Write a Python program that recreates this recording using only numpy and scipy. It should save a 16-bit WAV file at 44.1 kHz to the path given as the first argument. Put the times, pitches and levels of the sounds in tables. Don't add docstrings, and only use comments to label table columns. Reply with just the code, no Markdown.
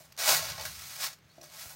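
import sys
import numpy as np
from scipy import signal
from scipy.fft import rfft, irfft
from scipy.io import wavfile
from scipy.ndimage import uniform_filter1d

SR = 44100
rng = np.random.default_rng(int(sys.argv[2]) if len(sys.argv) > 2 else 0)


def store_pcm(level_fs):
    pcm = np.round(np.clip(level_fs, -1, 1) * 32767).astype(np.int16)
    wavfile.write(sys.argv[1], SR, np.atleast_2d(pcm).T)


def boost(x):
    u = np.asarray(x, float) / 20
    return 10 ** u


N = 77175


def unit(x):
    return x / np.sqrt(np.mean(x ** 2))


def colour(x, points):
    hz, db = np.array(points).T
    f = np.maximum(np.fft.rfftfreq(4096, 1 / SR), 1)
    cepstrum = irfft(np.interp(np.log(f), np.log(hz), db) * np.log(10) / 20)
    cepstrum[1:2048] *= 2
    cepstrum[2049:] = 0
    return signal.fftconvolve(x, irfft(np.exp(rfft(cepstrum))))[:N]


def mode(x, hz, db, t60):
    r = np.exp(-np.log(1000) / (t60 * SR))
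    ringing = signal.lfilter([0, 1], [1, -r * np.exp(2j * np.pi * hz / SR)], x).imag
    return boost(db) * np.sqrt(1 - r) * ringing


def walk(rate):
    k = int(SR / rate)
    return unit(uniform_filter1d(uniform_filter1d(rng.standard_normal(N), k), k))


# f/Hz, level/dB
ROOM_COLOUR = [(30, -1), (150, 10), (260, -3), (800, -7), (2000, -6.5), (4000, -13), (7000, -40),
               (16000, -46)]


def room(t):
    floor_db, hum_db, hum_hz = -64, -71.5, 151
    hum = boost(hum_db + 3.3 * walk(24)) * np.sin(2 * np.pi * hum_hz * t)
    return boost(floor_db) * unit(colour(rng.standard_normal(N), ROOM_COLOUR)) + hum


# t/s, level/dB
AIR_PUSH = [
    (0, -69),
    (.29, -86),
    (.33, -50.5),
    (.56, -49.5),
    (.72, -50.5),
    (1.0, -60.5),
    (1.061, -76),
    (1.63, -67),
    (1.75, -71),
]
# f/Hz, level/dB
AIR_COLOUR = [(20, -43), (45, -13), (70, 6), (110, 1.5), (155, -1.5), (190, -9), (300, -21), (600, -19)]


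def air(t):
    s, db = np.array(AIR_PUSH).T
    flutter_db = 2.5 * walk(12)
    return unit(colour(rng.standard_normal(N), AIR_COLOUR)) * boost(np.interp(t, s, db) + flutter_db)


# t/s, level/dB, f/Hz, t60/s
PINGS = [(0.122, -44.5, 4680, 0.015), (0.316, -47, 152.7, 0.97), (.653, -39, 5900, 0.016),
         (0.654, -33, 1600, 0.034), (0.669, -37, 1610, .03), (1.133, -46, 6730, 0.031),
         (1.29, -76, 3100, 0.062), (1.3, -58, 4350, 0.087), (1.308, -63, 3870, 0.087),
         (1.318, -62, 4570, .08), (1.414, -48, 4200, 0.018), (1.417, -42, 5800, 0.016),
         (1.425, -58, 355, 0.18), (1.437, -53, 607, 0.2), (1.661, -47, 99, .1), (1.702, -47.5, 5630, 0.051)]


def pings(t):
    total = np.zeros(N)
    for start, db, hz, t60 in PINGS:
        age = t - start
        fade = boost(db - 60 * np.maximum(age, 0) / t60)
        total += (age >= 0) * fade * np.sin(2 * np.pi * hz * age)
    return boost(2.0 * walk(220)) * total


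# t/s, level/dB, push/s
TAPS = [
    (.005, -54.5, 0.0011),
    (0.283, -48, 0.0025),
    (0.328, -37.5, 0.0012),
    (1.381, -52, 0.0016),
    (1.395, -47, 0.00063),
    (1.409, -59.5, 0.002),
    (1.421, -57.5, 0.0018),
    (1.655, -53.5, 0.0011),
]
# f/Hz, level/dB, t60/s
SOFT_MODES = [(297, -9, 0.026), (355, -8.5, .1), (650, 3, .035)]


def fingers(t):
    force = np.zeros(N)
    for start, db, push in TAPS:
        force += boost(db) * np.sin(2 * np.pi * np.clip((t - start) / push, 0, 1))
    return sum(mode(force, *m) for m in SOFT_MODES)


# t/s, level/dB, weight on the board/dB, sparkle/dB
MOTION = [(0, -55.5, -4.5, 2.5), (.1, -66, -4.5, -1), (0.17, -67.5, -5, -16), (0.189, -32, -9, -2.5),
          (0.234, -33, -9.5, -0.5), (0.293, -20, -7.5, -1), (0.363, -27.5, -10, 1.5),
          (0.408, -37.5, -11.5, -1), (0.503, -37, -10, -6), (0.538, -44.5, -7.5, -10),
          (0.661, -42, -9, -0.5), (0.732, -48, -33, -1), (0.978, -44.5, -13, 1), (1.043, -31, -17, 0.5),
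          (1.192, -72.5, -13, -6), (1.46, -60, -4, -3), (1.609, -45, -16, 2), (1.75, -55, -3, 4.5)]
# t/s, peak level/dB, weight on the board/dB, t60/s
SLAPS = [(0.123, -42.5, -26, 0.019), (.165, -51.5, -11, 0.022), (.176, -38, -7, 0.035),
         (0.184, -42, -13, 0.12), (0.288, -30.5, 2.5, .08), (0.482, -40, 5, 0.029), (0.578, -45, 3, .12),
         (0.596, -36, 4, 0.046), (0.609, -34.5, -6, 0.096), (0.652, -32, -20, 0.081),
         (1.009, -38, -13, .08), (1.067, -39, -6, .04), (1.102, -58, -3, 0.014), (1.122, -71, -14, .015),
         (1.129, -46.5, -19, 0.044), (1.186, -54, -5.5, .015), (1.413, -44, -14, 0.017),
         (1.43, -51.5, -9.5, 0.29), (1.655, -63, -2, 0.03), (1.737, -62, -14, 0.015)]


def effort(t):
    heavy_db, crack_db, rise_s = -8, 6, .0008
    s, db, weight, sparkle = np.array(MOTION).T
    tick = boost(np.interp(t, s, db)) ** 2
    push = tick * boost(np.interp(t, s, weight)) ** 2
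    bright = tick * boost(np.interp(t, s, sparkle)) ** 2
    crack = np.zeros(N)
    for start, peak_db, weight_db, dies in SLAPS:
        crisp = min(boost(heavy_db - weight_db), 1)
        fade = boost(peak_db - 60 * np.maximum(t - start, 0) / dies) ** 2
        burst = np.clip((t - start) / rise_s, 0, 1) * fade
        tick = tick + burst
        push = push + burst * boost(weight_db) ** 2
        bright = bright + burst * crisp ** 2
        crack[int(start * SR)] = crisp * boost(peak_db + crack_db)
    return np.sqrt(tick), np.sqrt(push), np.sqrt(bright / tick), crack


def contacts(tick):
    per_s, busy_db, thins = 18000, -34, .2
    scatter_db, clump_db, clumps_per_s = 2.4, 1.3, 150
    odds = per_s / SR * np.minimum(tick / boost(busy_db), 1) ** thins
    sign = np.sign(rng.standard_normal(N))
    size = sign * boost(scatter_db * rng.exponential(size=N) + clump_db * walk(clumps_per_s))
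    return unit((rng.random(N) < odds) * size / np.sqrt(odds))


def patch():
    patchy_db, shifts_per_s = 2.2, 40
    return boost(patchy_db * walk(shifts_per_s))


# f/Hz, level/dB
TICK_COLOUR = [(170, -39), (330, -23), (1300, -3), (3500, -3), (6300, -2), (8500, -4), (12500, -6),
               (16000, -7.5)]
# f/Hz, level/dB, t60/s
RING_MODES = [(4200, -2, .01), (4600, 0, .012), (5300, 0, .01), (5800, 0, .01), (6400, 0, .008),
              (7000, -3, .008), (8100, -7, .006), (12200, -6, .003), (13500, -7, .003)]


def metal(ticks, bright):
    rings_db, sparkle_hz = -5, 6800

    def as_strong_as_ticks(y):
        return y / np.sqrt(np.sum(y ** 2) / np.sum(ticks ** 2))

    kind = rng.integers(len(RING_MODES), size=N)
    rings = sum(mode(ticks * (kind == k) * patch(), *m) for k, m in enumerate(RING_MODES))
    bare = as_strong_as_ticks(colour(ticks, TICK_COLOUR))
    full = bare + boost(rings_db) * as_strong_as_ticks(rings)
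    dull = signal.sosfiltfilt(signal.butter(4, sparkle_hz, fs=SR, output="sos"), full)
    return dull + bright * (full - dull)


# f/Hz, level/dB, t60/s
BOARD_MODES = [(580, -6, .04), (645, 0, .07), (740, -9, .03), (880, -8, .025), (1080, -4, .03),
               (1250, -8, .02), (1500, -5, .025), (1665, -3, .04), (1950, -6, .025), (2280, -7, .035),
               (2560, -7, .055), (3000, -9, .025)]


def board(hits, ticks, push):
    stiff_hz, stiff_db, cut_hz = 1300, -5, 540
    bend = hits * push
    knock = np.sign(ticks) * boost(stiff_db) * np.sqrt(np.abs(ticks * hits) * push)
    total = sum(mode(patch() * (bend if m[0] < stiff_hz else knock), *m) for m in BOARD_MODES)
    return signal.sosfilt(signal.butter(6, cut_hz, "high", fs=SR, output="sos"), total)


def mesh(t):
    tick, push, bright, crack = effort(t)
    hits = contacts(tick)
    ticks = hits * tick + crack
    return metal(ticks, bright) + board(hits, ticks, push)


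def scene():
    echo_t60_s, echo_db = .16, -8
    t = np.arange(N) / SR
    near = mesh(t) + fingers(t) + pings(t)
    tail = rng.standard_normal(SR // 2) * boost(-60 * t[:SR // 2] / echo_t60_s)
    echo = signal.fftconvolve(near, tail / np.sqrt(np.sum(tail ** 2)))[:N]
    return (near + boost(echo_db) * echo + air(t) + room(t))[None]


def band_limit(x):
    return signal.sosfilt(signal.butter(12, 16500, fs=SR, output="sos"), x)


def record(dry):
    notch_hz, notch_width_hz, notch_db = 10500, 600, -8
    top_hz, bass_cut_hz, ceiling = 15950, 45, .4
    dip = signal.lfilter(*signal.iirpeak(notch_hz, notch_hz / notch_width_hz, fs=SR), dry)
    dipped = dry - (1 - boost(notch_db)) * dip
    cut = signal.sosfilt(signal.ellip(12, .2, 70, top_hz, fs=SR, output="sos"), dipped)
    rounded = ceiling * np.tanh(cut / ceiling)
    mix = signal.lfilter(*signal.butter(2, bass_cut_hz, "high", fs=SR), rounded)
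    return band_limit(mix)


dry = scene()
out = record(dry)
store_pcm(out)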